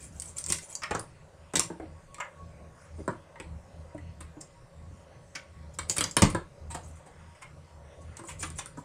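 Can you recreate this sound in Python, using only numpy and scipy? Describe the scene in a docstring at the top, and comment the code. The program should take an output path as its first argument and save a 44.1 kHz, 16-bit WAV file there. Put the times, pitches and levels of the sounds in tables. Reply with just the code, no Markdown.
"""Small plastic ink pads are gathered from a craft table and stacked away, close to the microphone.
Each contact is a short burst of force that rings modes of the table and the hollow cases, shared out by
weight, hardness and the spot struck; scuffs of plastic on plastic are scattered tiny ticks over a rub.
The table rumbles softly in low swaying resonances as it is leaned on, and fingers brush it faintly.
Behind lie background noise, coloured and patchy in level, and the hum of a fan, as narrow bands of noise."""
import sys
import numpy as np
from scipy import signal
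from scipy.fft import rfft, irfft
from scipy.io import wavfile
from scipy.ndimage import uniform_filter1d

SR = 44100
rng = np.random.default_rng(int(sys.argv[2]) if len(sys.argv) > 2 else 0)


def dump(signal):
    """Clip the signal to [-1, 1] and save it as 16-bit WAV at the path in sys.argv[1]."""
    limited = np.clip(np.atleast_2d(signal).T, -1, 1)
    pcm = np.round(limited * 32767).astype(np.int16)
    wavfile.write(sys.argv[1], SR, pcm)


N = 389844

# The five parts that ring: thud, knock, case, lid, tick. Each row: lowest in Hz, highest in Hz,
# dull crack against the ring in dB, room against the direct sound in dB, room t60 in s, pitch spread as a share.
PARTS = [(28.2, 210, -12.5, 0.5, .35, 0.0057), (205, 620, 2, -2.5, 0.25, 0.0038),
         (655, 1706, 10, 1, 0.23, 0.014), (1598, 5100, 8, 2, 0.24, 0.04), (4630, 18000, 4, -6, 0.2, 0.034)]
# The table's lowest resonances, which leaning sets swaying. 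Each row: pitch in Hz, level in dB.
SWAY_MODES = [(80, -1), (156, -10.5)]


def amp(db):
    """Decibels to gain."""
    return 10 ** (np.asarray(db) / 20)


def unit_rms(x):
    """Scales to a mean power of 1."""
    return x / np.sqrt(np.mean(x ** 2) + 1e-20)


def unit_energy(x):
    """Scales to a total energy of 1."""
    return x / (np.linalg.norm(x) + 1e-20)


def add(mix, s, sound):
    """Mixes a sound in at time s."""
    part = mix[max(round(s * SR), 0):][:len(sound)]
    part += sound[:len(part)]


def coloured(x, points):
    """Filters x by a curve of (Hz, dB) points, at rms 1."""
    hz, db = np.transpose(points)
    f = np.fft.rfftfreq(len(x), 1 / SR)
    gain = amp(np.interp(np.log(f + 1), np.log(hz), db))
    return unit_rms(irfft(rfft(x) * gain, len(x)))


def band(x, lo_hz, hi_hz, order=4):
    """Causal band-pass."""
    edges = [lo_hz, min(hi_hz, SR / 2 - 1000)]
    return signal.sosfilt(signal.butter(order, edges, "band", fs=SR, output="sos"), x)


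def drift(per_s):
    """Random wandering of rms 1, with per_s turning points each second."""
    knots = rng.standard_normal(400)
    return unit_rms(np.interp(np.arange(N) / SR * per_s, np.arange(400), knots))


def emphasise(x, hz, width_hz, broad):
    """One wide resonance on top of a share of the plain sound."""
    b, a = signal.iirpeak(min(hz, SR / 3), hz / width_hz, fs=SR)
    return signal.lfilter(b, a, x) + broad * x


def ring(t, lo_hz, hi_hz, crack_db, spread, spot_db=0.5):
    """Decaying modes of one part, their strengths and pitches varied at each call, plus a dull crack."""
    # Modes of the table (under 700 Hz) and of the plastic cases.
    # Each row: pitch in Hz, level in dB before the weighting by decay, t60 in s.
    modes_of_parts = [(38.43, -13, 0.25), (107.6, 0.5, 0.11), (168, 2.5, 0.096), (215.2, -1, 0.037),
                      (298.4, -6, 0.1), (328.3, -1.5, 0.12), (477, -6, 0.092), (533, 1, 0.08),
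                      (875, -9.5, 0.022), (931, -2.5, 0.075), (1088, -5, 0.1), (1260, -13, 0.024),
                      (1561, -6.5, 0.072), (2024, 3, 0.022), (2278, 0.5, 0.044), (2590, -4.5, .04),
                      (3100, -1, 0.025), (3610, 3, 0.02), (4700, 6, 0.02), (5410, 2.5, .015),
                      (5784, 2, 0.02), (7430, -8.5, 0.029), (7400, 0.5, 0.014), (8440, 4, 0.0031),
                      (9700, -0.5, 0.0042)]
    hz, db, t60 = np.transpose(modes_of_parts)
    strength, offset, side = rng.standard_normal((3, len(hz)))
    # short modes start louder
    size = np.sign(side) * amp(db + spot_db * strength) / np.sqrt(t60)
    pitch = hz * (1 + spread * offset)
    modes = np.zeros(len(t))
    for k in np.flatnonzero((hz >= lo_hz) & (hz < hi_hz)):
        decay = np.exp(-np.log(1000) * t / t60[k])
        modes += size[k] * decay * np.sin(2 * np.pi * pitch[k] * t)
    crack = band(signal.unit_impulse(len(t)), lo_hz, hi_hz)
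    return unit_energy(band(modes, lo_hz, hi_hz, order=2)) + amp(crack_db) * unit_energy(crack)


def room(t, room_db, t60, first_s=.003, near_s=0.0045, near_db=-3):
    """Direct sound, quick echoes off the table and its clutter, then the tail of a small room."""
    sparse = rng.standard_normal((2, len(t))) * (rng.random((2, len(t))) < 1 / 8)
    taps = sparse * (t > first_s)
    tail = unit_energy(taps[0] * np.exp(-np.log(1000) * t / t60))
    near = unit_energy(taps[1] * np.exp(-t / near_s))
    response = amp(room_db) * (tail + amp(near_db) * near)
    response[0] += 1
    return response


def background(noise_db=-57.5, swell_db=0.2, level_patch_db=3.0, flutter_db=4.5):
    """Background noise with random level patches across time and pitch, and the fuzzy, fluttering hum of a fan."""
    # The tone of the room air. Each row: frequency in Hz, level in dB per Hz before noise_db sets the loudness.
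    air_colour = [(15, -9), (32, -0.5), (85, -6), (155, 4.5), (220, -15.5), (480, -7.5), (570, -2.5),
                  (690, -9.5), (1000, -13), (1500, -17.5), (3300, -27.5), (9000, -28), (15500, -38.5)]
    # The fan's resonances. Each row: centre in Hz, rms level in dB before the flutter, width in Hz.
    hum = [(558.5, -69.5, 54), (946, -75, 9.7), (1108, -74.5, 14)]
    cells = signal.stft(coloured(rng.standard_normal(N), air_colour), nperseg=1024)[2]
    level_patches = uniform_filter1d(rng.standard_normal(cells.shape), size=14, axis=0)
    level_patches = unit_rms(uniform_filter1d(level_patches, size=12, axis=1))
    noise = signal.istft(cells * amp(level_patch_db * level_patches), nperseg=1024)[1][:N]
    out = amp(noise_db + swell_db * drift(7.5)) * noise
    for hz, db, width_hz in hum:
        line = band(rng.standard_normal(N), hz - width_hz / 2, hz + width_hz / 2, order=2)
        out += amp(db + flutter_db * drift(7.9)) * unit_rms(line)
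    return out


def tremble(level_db=-59, uneven_db=5.5, turns_per_s=6.5, width_hz=16):
    """Small random shifts of weight keep the table's lowest resonances stirring under the arm."""
    push = rng.standard_normal(N) * amp(uneven_db * drift(turns_per_s))
    motion = sum(amp(db) * emphasise(push, hz, width_hz, 0) for hz, db in SWAY_MODES)
    return amp(level_db) * unit_rms(band(motion, 45, 320, order=2))


def sway(length_s=0.3, spread=0.032, looseness=0.36):
    """Each heavier shift of weight makes the table's lowest resonances swell and fade over a low rumble."""
    # The heavier shifts of weight on the table. Each row: peak in seconds, level in dB before the fades.
    nudges = [(0.298, -51.5), (0.518, -48), (1.91, -47.5), (2.458, -47), (2.989, -44), (3.53, -42),
              (3.818, -47), (4.072, -42.5), (4.238, -47), (4.841, -46), (5.641, -45.5), (5.832, -45),
              (6.7, -42.5), (6.898, -45.5), (7.252, -51), (7.599, -52.5), (7.799, -51), (8.068, -45),
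              (8.383, -45), (8.522, -44)]
    t, out = np.arange(round(length_s * SR)) / SR, np.zeros(N)
    for s, level_db in nudges:
        rumble = unit_rms(band(rng.standard_normal(16384), 45, 147, order=2))
        motion = looseness * rumble[:len(t)]
        for hz, db in SWAY_MODES:
            pitch = hz * (1 + spread * rng.standard_normal())
            motion = motion + amp(db) * np.sin(2 * np.pi * (pitch * t + rng.random()))
        add(out, s - length_s / 2, amp(level_db) * unit_rms(motion) * np.hanning(len(t)))
    return out


def brushing(level_db=-71, uneven_db=5, turns_per_s=14, lo_hz=260, hi_hz=2800):
    """Fingers brush the table and the cases: faint uneven noise rings their modes."""
    rub = rng.standard_normal(N) * amp(uneven_db * drift(turns_per_s))
    body = ring(np.arange(8192) / SR, lo_hz, hi_hz, crack_db=2, spread=0.0047)
    return amp(level_db) * unit_rms(signal.oaconvolve(rub, body)[:N])


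def slides(catches_per_s=320, size_db=5, uneven_db=1.5, hiss=0.96, scrape_db=-20,
           catch_s=0.00074, room_db=-3, catch_hz=7800, spread=0.17):
    """Sliding plastic catches and lets go: scattered tiny ticks, each at its own pitch, over a fine rub."""
    # Plastic scuffing on plastic, each a swell and a release.
    # Each row: peak in seconds, length in seconds, pressure in dB.
    scuff_swells = [(0.026, 0.16, -52), (0.164, 0.11, -54.5), (0.281, 0.14, -50), (0.374, 0.024, -40),
                    (0.408, 0.045, -46), (0.496, .04, -34), (0.554, 0.064, -42), (0.632, 0.066, -48),
                    (0.718, 0.087, -46), (2.83, 0.19, -64.5), (3.01, .18, -68), (4.975, 0.13, -69),
                    (5.745, 0.021, -49), (5.91, 0.051, -36.5), (6.873, 0.16, -59.5), (6.968, 0.052, -60),
                    (8.021, 0.043, -66), (8.292, 0.093, -44.5), (8.413, 0.057, -40), (8.46, .04, -47),
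                    (8.579, 0.068, -45.5), (8.788, 0.06, -56)]
    # The tone of the rub. Each row: frequency in Hz, level in dB per Hz before the pressure sets the loudness.
    slide_colour = [(500, -1), (1500, -13.5), (4000, -11), (6500, -5), (8200, -3.5), (10000, -3),
                    (16000, -11.5)]
    ticks, t, now = np.zeros(N), np.arange(8192) / SR, np.arange(N) / SR
    pressure = np.zeros(N)
    for s, length_s, level_db in scuff_swells:
        pressure += amp(level_db) * np.exp(-2 * (2 * (now - s) / length_s) ** 2)

    chance, size, pitch = rng.random(N), rng.exponential(1, N), rng.standard_normal(N)
    age = t[:160] / catch_s
    for at in np.flatnonzero(chance < catches_per_s / SR):
        hz = catch_hz * np.exp(spread * pitch[at])
        tick = age * np.exp(-age) * np.sin(2 * np.pi * hz * t[:160])
        add(ticks, at / SR, amp(size_db * min(size[at], 3)) * tick)

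    rub = (unit_rms(ticks) + hiss * rng.standard_normal(N)) * amp(uneven_db * drift(40))
    lid_ring = ring(t, 2000, 3500, crack_db=-6.0, spread=0.022)
    lid = unit_rms(signal.oaconvolve(rub, lid_ring)[:N])  # the rub also rings the lid
    scuffs = pressure * (coloured(rub, slide_colour) + amp(scrape_db) * lid)
    tick_t60 = PARTS[-1][4]
    return signal.oaconvolve(scuffs, unit_energy(room(t, room_db, tick_t60)))[:N]


def force(chatter_s, first_touch=2.0, soft_s=0.002, glancing_s=0.0054, evenness=0.38):
    """A first touch, then a chatter of tiny slips; a long, glancing chatter swells with little first touch."""
    t = np.arange(4096) / SR
    age = 2 * t / max(chatter_s, 1 / SR)
    swell = age ** min(1 + chatter_s / glancing_s, 2) * np.exp(-age)
    slips = unit_energy(rng.standard_normal(len(t)) * rng.exponential(1, len(t)) * swell)
    slips[0] += first_touch * np.exp(-chatter_s / soft_s)
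    spectrum = rfft(np.roll(slips, 16))  # a few samples of lead-in for what the flattening spreads ahead
    # the force has little pitch of its own: most colour comes from what it strikes
    flattened = spectrum / (abs(spectrum) + 1e-6) ** min(evenness, 1)
    return irfft(flattened)[:len(t) // 2]


def soften(x, hardness_db, corner_hz=3400, follow=0.52):
    """A soft touch, with little tick, reaches only the lower modes of the lid."""
    hz = np.clip(corner_hz * amp(follow * hardness_db), 1500, SR / 4)
    return signal.sosfilt(signal.butter(4, hz, fs=SR, output="sos"), x)


def contacts():
    """One force drives table and case at each contact; weight, hardness and spot share it out."""
    # A case meets the table or another case. Weight goes into the table and hardness into the sharp edge tick.
    # Each row: start in seconds, strength in dB, weight in dB against the strength, hardness in dB against
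    # the strength, spot struck (0 = hollow base, 1 = lid), chatter time in seconds, pitch of the hollow ring
    # in Hz, pitch of the edge tick in Hz.
    touches = [(0.199, -71.5, -15, 32, 0.44, 0.0003, 940, 8250),
               (0.22, -71, -1, 30, 0.62, 0.0018, 1030, 9450),
               (0.3822, -62.5, -5, 26.5, 0.5, 0.0032, 1350, 8900),
               (0.4405, -68.5, -0.5, 28, 0.47, 0.00067, 930, 7400),
               (0.463, -59, -2, 20.5, 0.44, 0.00054, 990, 8450),
               (0.501, -50.5, 6, 17, 0.59, 0.0018, 970, 8200),
               (0.5223, -47, -10, 21, 0.58, 0.0017, 1130, 8200),
               (0.585, -59, -11, 13.5, 0.64, 0.0019, 1490, 8500),
               (0.7524, -59.5, -25, 22.5, 0.37, 0.0013, 940, 7150),
               (0.819, -45.5, -21, -6.5, 0.61, 0.003, 1260, 5500),
               (0.834, -40, -24, -2.5, 0.72, 0.0021, 1260, 5500),
               (0.909, -33.5, -2, -11.5, 0.6, 0.0025, 850, 6950),
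               (0.9446, -37, -0.5, -10.5, 0.24, 0.0043, 1100, 6950),
               (0.95, -37, -23, -6.5, 0.31, 0.0014, 1100, 6950),
               (0.9926, -48, -1.5, 7, 0.092, 0.0035, 1110, 9250),
               (1.536, -42.5, 3.5, -4, 0.47, 0.0021, 960, 8700),
               (1.5551, -41.5, 0.5, 14.5, 0.7, 0.0023, 930, 7200),
               (1.5685, -47.5, 7, 15.5, 0.61, 0.0013, 920, 7300),
               (1.595, -38, -5, 13.5, 0.43, 0.0011, 1140, 7350),
               (1.701, -47, 7.5, -19, 0.05, 0.0013, 920, 8300),
               (1.7985, -50.5, 8.5, -21, 0.63, 0.0015, 750, 8300),
               (1.823, -62.5, 13, -22, 0.23, 0.0035, 720, 8300),
               (2.144, -60, -8, 8, 0.65, 0.0015, 920, 7550),
               (2.182, -48, -11, -16, 0.5, 0.0024, 1230, 7300),
               (2.201, -37, -29, -10, 0.68, 0.0031, 1210, 7300),
               (2.979, -62.5, 14.5, -12, 0.5, 0.013, 720, 8300),
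               (3.078, -33, 1, -16.5, 0.11, 0.0016, 930, 8300),
               (3.357, -54, -20, -22, 0.88, 0.0017, 930, 8300),
               (3.3996, -52, 5, -0.5, 0.75, 0.0012, 960, 8500),
               (3.946, -61, 19, -9, 0.35, 0.0022, 720, 8300), (3.979, -66, 5, -1, 0.92, 0.002, 1080, 8300),
               (4.206, -54, -1, 3.5, 0.5, 0.0033, 1100, 8650),
               (4.367, -62.5, 15, -32, 0.25, 0.0023, 720, 8300),
               (4.406, -68.5, -11, 21.5, 0.42, 0.0061, 1080, 7550),
               (5.3509, -48, -11, 5, 0.72, 0.0046, 1490, 6100),
               (5.7873, -40.5, -10, 3, 0.53, 0.002, 1250, 7650),
               (5.897, -48.5, 1, 20, 0.53, 0.001, 930, 7350),
               (5.964, -44.5, -7.5, 10, 0.51, 0.0042, 1250, 8900),
               (5.982, -42, 1.5, 13, 0.64, 0.0013, 1250, 9000),
               (6.008, -36.5, -1.5, 7, 0.65, 0.0011, 1250, 9100),
               (6.0397, -46, -3, 14.5, 0.49, 0.0018, 1120, 5650),
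               (6.1112, -69, -10, 26, 0.33, 0.0013, 1080, 6950),
               (6.167, -28.5, -3.5, 4, 0.55, 0.0017, 940, 9150),
               (6.2205, -27.5, 5, 3.5, 0.51, 0.0016, 1080, 7850),
               (6.2248, -34, 6, -1.5, 0.63, 0.003, 1080, 5750),
               (6.298, -49, -8, 5, 0.36, 0.0039, 1080, 8200),
               (6.3475, -33, 1, -12, 0.33, 0.002, 1040, 7600),
               (6.699, -49.5, -12, 3.5, 0.45, 0.011, 930, 8300),
               (6.7441, -40, -6, -4, 0.4, 0.0046, 740, 8650), (7.055, -58, -3, -5, 0.35, 0.012, 750, 8850),
               (7.346, -70, -11, 0.5, 0.77, 0.0066, 1160, 8350),
               (7.415, -51, -25, -3.5, 0.64, 0.0066, 1060, 8500),
               (8.1686, -59, -12, 10.5, 0.49, 0.0019, 930, 7950),
               (8.189, -51, 0.5, -4, 0.2, 0.0039, 1070, 8300),
               (8.234, -50.5, -2.5, -11, 0.15, 0.0044, 1060, 7800),
               (8.28, -50, -18, 2.5, 0.58, 0.012, 1040, 8650),
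               (8.4259, -41.5, -5.5, 0.5, 0.63, 0.0055, 1190, 7350),
               (8.502, -58.5, 2.5, 9.5, 0.45, 0.0013, 1080, 8550),
               (8.586, -45, -10.5, 5, 0.55, 0.0038, 1080, 7750),
               (8.659, -53.5, -12.5, 7.5, 0.4, 0.001, 1350, 8900),
               (8.77, -47, 3, -14, 0.05, 0.0048, 970, 7600)]
    thud_base_db, thud_per_hardness = -3.5, .2  # deep thud against the knock; growth in dB per dB
    heavy_db, thud_per_excess = -33, 0.67  # a knock above this level sets the whole table booming, dB per dB
    # lid against the hollow case; growth with hardness in dB per dB, and from base to lid in dB
    lid_base_db, lid_per_hardness, lid_spot_db = -4.5, 0.44, 36
    knock_hz, lid_hz = 321, 2100  # main resonances of the table's knock and of the lid
    faint_db = -50  # reference for how strength fills out the tone
    case_filling = 0.86  # stronger blows wake table, case and lid beyond their main resonances, dB per dB
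    narrow_tick_hz, tick_widening = 1330, .35  # narrowest edge resonance in Hz; widening in dB per dB

    out, t = np.zeros(N), np.arange(12288) / SR
    for s, strength_db, weight_db, hardness_db, spot, chatter_s, case_hz, tick_hz in touches:
        push = force(chatter_s)
        boom_db = thud_per_excess * max(strength_db + weight_db - heavy_db, 0)
        thud_db = weight_db + thud_base_db + thud_per_hardness * hardness_db + boom_db
        lid_db = lid_base_db + lid_per_hardness * hardness_db + lid_spot_db * (spot - .5)

        thud, knock, case, lid, tick = (
            signal.fftconvolve(ring(t[:8192], lo_hz, hi_hz, crack_db, spread), push)
            for lo_hz, hi_hz, crack_db, _, _, spread in PARTS)

        # light touches ring purer than hard blows
        widening = np.clip(amp(tick_widening * (strength_db + hardness_db - faint_db)), 1, 4)
        fullness = amp(case_filling * max(strength_db - faint_db, 0))
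        knock = emphasise(knock, knock_hz, width_hz=92, broad=0.44 * fullness)
        case = emphasise(case, case_hz, width_hz=140, broad=0.15 * fullness)
        lid = emphasise(lid, lid_hz, width_hz=390, broad=0.77 * widening * fullness)
        lid = soften(lid, hardness_db - lid_db)
        tick = emphasise(tick, tick_hz, width_hz=narrow_tick_hz * widening, broad=0.11)

        sounds = thud, knock, case, lid, tick
        shares_db = thud_db, weight_db, 0, lid_db, hardness_db
        for sound, share_db, (*_, room_db, t60, _) in zip(sounds, shares_db, PARTS):
            heard = signal.fftconvolve(sound, room(t, room_db, t60))[:len(t)]
            attack = np.sqrt(np.mean(heard[:1024] ** 2))  # levels hold over the first 23 ms
            add(out, s, amp(strength_db + share_db) * heard / attack)
    return out


def scene():
    """Everything at one microphone."""
    return (background() + tremble() + sway() + brushing() + slides() + contacts())[None]


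def record(dry):
    """A small microphone that dulls above 9 kHz, then the recorder's band limit."""
    # The microphone's treble roll-off. Each row: frequency in Hz, gain in dB.
    microphone = [(9300, 1), (11700, -12.5), (14500, -8.5), (16500, -25)]
    edge_hz = 16400
    f = np.fft.rfftfreq(N, 1 / SR)
    gain = amp(np.interp(f, *np.transpose(microphone)))
    heard = irfft(rfft(dry) * gain, N)
    low_pass = signal.firwin(255, edge_hz, window=("kaiser", 9), fs=SR)
    return signal.oaconvolve(heard, low_pass[None], "same")


dry = scene()
out = record(dry)
dump(out)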